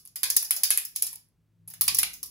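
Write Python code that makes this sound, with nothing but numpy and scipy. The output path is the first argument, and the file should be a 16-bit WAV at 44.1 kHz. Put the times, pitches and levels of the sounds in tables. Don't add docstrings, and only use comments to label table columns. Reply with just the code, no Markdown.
import sys
import numpy as np
from scipy import signal
from scipy.fft import rfft, irfft
from scipy.io import wavfile
from scipy.ndimage import uniform_filter1d, minimum_filter1d

SR = 44100
rng = np.random.default_rng(int(sys.argv[2]) if len(sys.argv) > 2 else 0)


def bounce(signal):
    frames = np.transpose(np.atleast_2d(signal))
    limited = np.clip(frames, -1, 1)
    pcm = np.round(limited * 32767).astype(np.int16)
    wavfile.write(sys.argv[1], SR, pcm)


N = 101430


def amp(db):
    return 10 ** (np.asarray(db) / 20)


def unit_rms(x):
    return x / np.sqrt(np.mean(x ** 2) + 1e-20)


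def at_hz(table, hz):
    f, value = np.transpose(table)
    return np.interp(np.log(hz + 1), np.log(f + 1), value)


def envelope(table):
    return amp(np.interp(np.arange(N) / SR, *np.transpose(table)))


def add(mix, start_s, sound):
    at = round(start_s * SR)
    sound = sound[:, max(-at, 0):]
    part = mix[:, max(at, 0):][:, :sound.shape[1]]
    part += sound[:, :part.shape[1]]


def minimum_phase(db):
    log_gain = np.log(amp(np.r_[db, db[-2:0:-1]]))
    return np.exp(np.conj(signal.hilbert(log_gain)))[:len(db)]


def stereo(independent, correlation):
    a, b = independent
    c = np.clip(correlation, -1, 1)
    return np.array([a, c * a + np.sqrt(1 - c ** 2) * b])


def whiten(spectrum, bins):
    power = uniform_filter1d(abs(spectrum) ** 2, bins, axis=-1)
    return spectrum / np.sqrt(abs(power) + 1e-12)


def rattle(length_s, t, contacts=12, gap_s=.0012, ring_s=.0004, first_touch_db=-7):
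    gap_jitter, level_jitter = rng.uniform(-1, 1, (2, contacts))
    starts_s = np.r_[0, np.cumsum(gap_s * (1 + .5 * gap_jitter[1:]))]
    levels_db = .5 * level_jitter + first_touch_db * (starts_s == 0)
    ring = .6 * np.exp(-t[:128] / ring_s)
    out = np.zeros((2, len(t)))
    for start_s, level_db in zip(starts_s, levels_db):
        contact = ring * rng.standard_normal((2, len(ring)))
        contact[:, 0] += 1
        fade_db = -3 * min(start_s / length_s, 3) ** 4
        add(out, start_s, contact * amp(level_db + fade_db))
    return whiten(rfft(out), bins=600)


# f/Hz, level/dB
CLACK_SPECTRUM = [(100, -44.5), (450, -38.5), (750, -25), (1150, -22), (1400, -24.5), (2200, -18),
                  (4000, -16), (5200, -12), (6200, -12), (7400, -8.5), (8300, -2), (9500, 2), (10900, 4.5),
                  (12500, 2), (13500, -1.5), (15500, -2.5), (16500, -27)]
# f/Hz, width/Hz, lift/dB
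PLASTIC_MODES = [(840, 150, -1), (1120, 66, -0.5), (2476, 110, 5.5), (4890, 150, 4.5), (5300, 130, 2.5),
                 (6100, 64, 2), (10400, 69, 4.5)]


def clack_colour(hz, knock_db, body_db, ring_db, sheen_db, hollow_hz, ring_hz):
    tint = [(900, knock_db), (2300, body_db), (5300, ring_db), (10800, 0), (14800, sheen_db)]
    modes = [*PLASTIC_MODES, (hollow_hz, 320, 9), (ring_hz, 500, 5)]
    modes_db = sum(lift / (1 + (2 * (hz - f) / width) ** 2) for f, width, lift in modes)
    return minimum_phase(at_hz(CLACK_SPECTRUM, hz) + at_hz(tint, hz) + modes_db)


# f/Hz, T60/s
ROOM_DECAY = [(300, .34), (1500, .33), (5000, .29), (10000, .26), (16000, .22)]
# f/Hz, level/dB
REVERB_SPECTRUM = [(300, 3.5), (1000, -2), (3500, 6.5), (5200, 5.5), (7000, 2), (9000, -4.5), (12500, -3.5),
                   (14000, -2.5), (15600, -2), (16000, -20), (17000, -29.5)]


def room(t, hz, first_echo_s=.002, early_decay_s=.006, early_db=-5.5, tail_db=-3):
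    tail_noise, echoes = rng.standard_normal((2, 2, len(t)))
    band_hz, frame_s, frames = signal.stft(tail_noise, SR, nperseg=256)
    decay = amp(-60 * frame_s / at_hz(ROOM_DECAY, band_hz)[:, None])
    tail = signal.istft(frames * decay, SR, nperseg=256)[1][:, :len(t)]
    early = echoes * abs(echoes) * np.exp(-t / early_decay_s)
    onset = np.clip(t / first_echo_s - 1, 0, 1)
    response = amp(tail_db) * unit_rms(tail * onset) + amp(early_db) * unit_rms(early * onset)
    return rfft(response) / np.sqrt(len(t)) * amp(at_hz(REVERB_SPECTRUM, hz))


# f/Hz, left-right correlation
DIRECT_CORRELATION = [(200, .95), (1200, .92), (2500, .4), (6000, .3), (7000, .85), (8300, .995),
                      (16000, .99)]
# f/Hz, left-right correlation
ROOM_CORRELATION = [(200, .9), (700, .6), (2000, -.1), (5300, -.15), (6200, .1), (7300, .55), (8300, .99),
                    (8800, .99), (9700, .8), (10900, .99), (12200, .85), (13300, .99), (13800, .99),
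                    (14700, .8), (15800, .92)]
# f/Hz, left minus right/dB
STEREO_BALANCE = [(500, 1), (1500, 0.5), (3500, 0), (5300, -5), (7000, 0.5), (11000, 0)]
# f/Hz, left minus right/rad
STEREO_PHASE = [(50, 0), (2000, .7), (6300, 0), (7000, -1.2), (8550, -3.14), (9750, -4.8), (11000, -6.28),
                (12300, -7.9), (13550, -9.42), (16000, -12.4)]


def stereo_image(direct, reflected, hz):
    channels = stereo(direct, at_hz(DIRECT_CORRELATION, hz))
    channels += stereo(reflected, at_hz(ROOM_CORRELATION, hz))
    channels *= amp(np.outer([.5, -.5], at_hz(STEREO_BALANCE, hz)))
    channels[0] *= np.exp(1j * at_hz(STEREO_PHASE, hz))
    return channels


def clack(length_s, timbre, room_db, size=16384):
    t, hz = np.arange(size) / SR, np.fft.rfftfreq(size, 1 / SR)
    direct = rattle(length_s, t)
    towards_walls = amp(room_db) * whiten(rattle(length_s, t)[0], bins=200)
    reflected = towards_walls * room(t, hz)
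    spectrum = stereo_image(direct, reflected, hz) * clack_colour(hz, *timbre)
    return irfft(spectrum)[:, :size * 7 // 8]


# t/s, relative level/dB, rattle length/s,
# knock/dB, body/dB, ring/dB, sheen/dB, hollow f/Hz, ring f/Hz, room send/dB
WAND_COLLISIONS = [(-0.045, -31, 0.0039, 1, -6, 2, 0.5, 1200, 5300, -1),
                   (0.0521, -39, 0.0025, -2, -4, -11.5, -9, 1100, 8300, -0.5),
                   (0.0587, -45, 0.002, -12, -7, 0.0, -5, 1150, 5250, -1),
                   (0.0749, -43, 0.00057, 2.5, -5, 4, -1.0, 1120, 6400, -1),
                   (0.1577, -29, 0.0027, 6, 0.0, -0.5, 0, 1830, 5040, 6),
                   (0.232, -18, 0.0012, 11.5, 9, 4, -1.5, 1810, 4400, 5.5),
                   (0.3013, -17.5, 0.002, 6, -4.5, 4.5, 2.5, 1750, 6300, 2),
                   (0.3649, -7.5, 0.0047, -1, -6, 4, 0, 1850, 5920, -2.5),
                   (0.425, -24.5, 0.0043, 4.5, -1.0, -19, 1.5, 1710, 4480, 3.5),
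                   (0.4483, -35, 0.00089, 9, -16, 6.0, 2, 1610, 5160, 8),
                   (0.5081, -12.5, 0.0021, 2.5, 3.0, -4.0, -3, 1570, 5600, 2),
                   (0.562, -27.5, 0.0055, 9, -9, 5.5, 4.5, 660, 6740, 5.5),
                   (0.6344, -11, 0.0024, 4, 1, 6.5, 4, 1900, 5000, -0.5),
                   (0.7043, -7.5, 0.0041, 2, 0.5, -4, -10.5, 1700, 4389, 2),
                   (0.7745, -13, 0.0015, -3, 3.5, -8, -5.5, 1560, 7560, 1.5),
                   (0.8505, -30.5, 0.0022, -16, -31, 4, 7.5, 1710, 5200, 1),
                   (0.9529, -51, 0.0045, 13, 7, 20, -6, 700, 6430, 4),
                   (0.9605, -23, 0.003, -1, -0.5, 4, 1.5, 650, 6430, 1.5),
                   (1.022, -14, 0.0031, -4, -5.5, -4, -3.5, 660, 5500, 1.5),
                   (1.0668, -28, 0.0012, 6.5, -6, 3, -1, 1880, 7400, 4.5),
                   (1.1288, -34, 0.003, 3, -0.5, -9, -2, 920, 5648, 3.5),
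                   (1.156, -37.5, 0.0039, -5.5, -3.5, 3, 3, 965, 4800, -5.5),
                   (1.287, -64, 0.001, -8.0, -8.0, -24, -10.5, 1134, 5200, -6),
                   (1.676, -34.5, 0.0044, 1.5, -8.5, -11.5, -6, 890, 5130, 5.5),
                   (1.7013, -45, 0.0029, 3.5, -1.0, 5.5, 12, 670, 5560, 1),
                   (1.7081, -55, 0.00096, 17, 3, 6, 11, 1860, 6472, 12.5),
                   (1.7368, -38.5, 0.0025, 10, 8, 1, 1, 1700, 6444, 3),
                   (1.8103, -13.5, 0.0016, 0.0, -1.5, -3.5, 3.5, 1170, 4400, 3.5),
                   (1.8797, -12.5, 0.0034, 6, 10.5, 5.5, -3, 1100, 4600, -0.5),
                   (1.9456, -20, 0.0075, 3, -7, 7, 5, 1170, 5700, -1.5),
                   (1.9698, -27.5, 0.001, -18, -3, 4.5, 1, 1880, 4898, 4.5),
                   (1.986, -10, 0.0037, 2, -1.0, 1, 2.5, 2000, 5400, -1),
                   (2.0302, -15.5, 0.0028, 10, 14, 0.5, -11, 1160, 4074, -0.5),
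                   (2.1342, -41.5, 0.0011, -2.0, -37, 7.5, 8.0, 1750, 6440, 9.5),
                   (2.2296, -28.5, 0.0029, 5.0, -5, 4.5, 3.5, 1160, 5660, 1.5),
                   (2.2597, -37.5, 0.001, -10, -9, -9, -5, 1310, 5400, 6.5)]


def wand(gain_db=25):
    out = np.zeros((2, N))
    for start_s, level_db, length_s, *timbre, room_db in WAND_COLLISIONS:
        add(out, start_s, amp(level_db + gain_db) * clack(length_s, timbre, room_db))
    return out


def coloured_noise(gain):
    white = stereo(rng.standard_normal((2, N)), correlation=.87)
    return unit_rms(irfft(rfft(white) * gain, N))


# f/Hz, relative level/dB
ROOM_NOISE_SPECTRUM = [(20, -25), (50, -10), (100, -9.5), (170, -6.5), (230, -15.5), (450, -25), (650, -30),
                       (2000, -35.5), (8000, -43.5), (16000, -43.5)]


def room_noise(hz, rms_db=-72.5):
    return amp(rms_db) * coloured_noise(amp(at_hz(ROOM_NOISE_SPECTRUM, hz)))


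# f/Hz, width/Hz, relative level/dB
DRONE_BANDS = [(106.6, 4, -0.5), (163.5, 18, -2)]
# t/s, level/dB
DRONE_ENVELOPE = [(0, -79), (.8, -93), (1.05, -74.5), (1.45, -75), (1.65, -63.5), (1.85, -60), (2.05, -64),
                  (2.3, -70.5)]


def drone(hz):
    tones = sum(amp(db) * coloured_noise(1 / (1 + (2 * (hz - f) / width) ** 2))
                for f, width, db in DRONE_BANDS)
    return envelope(DRONE_ENVELOPE) * tones


# f/Hz, relative level/dB
RUMBLE_SPECTRUM = [(18, -21.5), (45, -0.5), (75, -2), (150, -9), (320, -11), (500, -21.5), (1200, -50),
                   (16000, -89)]
# t/s, level/dB
RUMBLE_ENVELOPE = [(0, -83), (.25, -76), (.35, -63), (.45, -83), (.76, -81), (.93, -78), (1.05, -71.5),
                   (1.25, -87.5), (1.78, -77.5), (1.89, -58.5), (2.03, -56), (2.12, -65.5), (2.21, -67),
                   (2.3, -64.5)]


def rumble(hz):
    return envelope(RUMBLE_ENVELOPE) * coloured_noise(amp(at_hz(RUMBLE_SPECTRUM, hz)))


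def scene():
    hz = np.fft.rfftfreq(N, 1 / SR)
    return wand() + room_noise(hz) + drone(hz) + rumble(hz)


def record(dry):
    ceiling, window_s, cutoff_hz = .88, .0015, 16600
    span = round(window_s * SR) | 1
    allowed_gain = ceiling / np.maximum(abs(dry).max(0), ceiling)
    limited = dry * uniform_filter1d(minimum_filter1d(allowed_gain, span), span)
    lowpass = signal.firwin(511, cutoff_hz, window=("kaiser", 9), fs=SR)
    return signal.oaconvolve(limited, lowpass[None], "same")


dry = scene()
out = record(dry)
bounce(out)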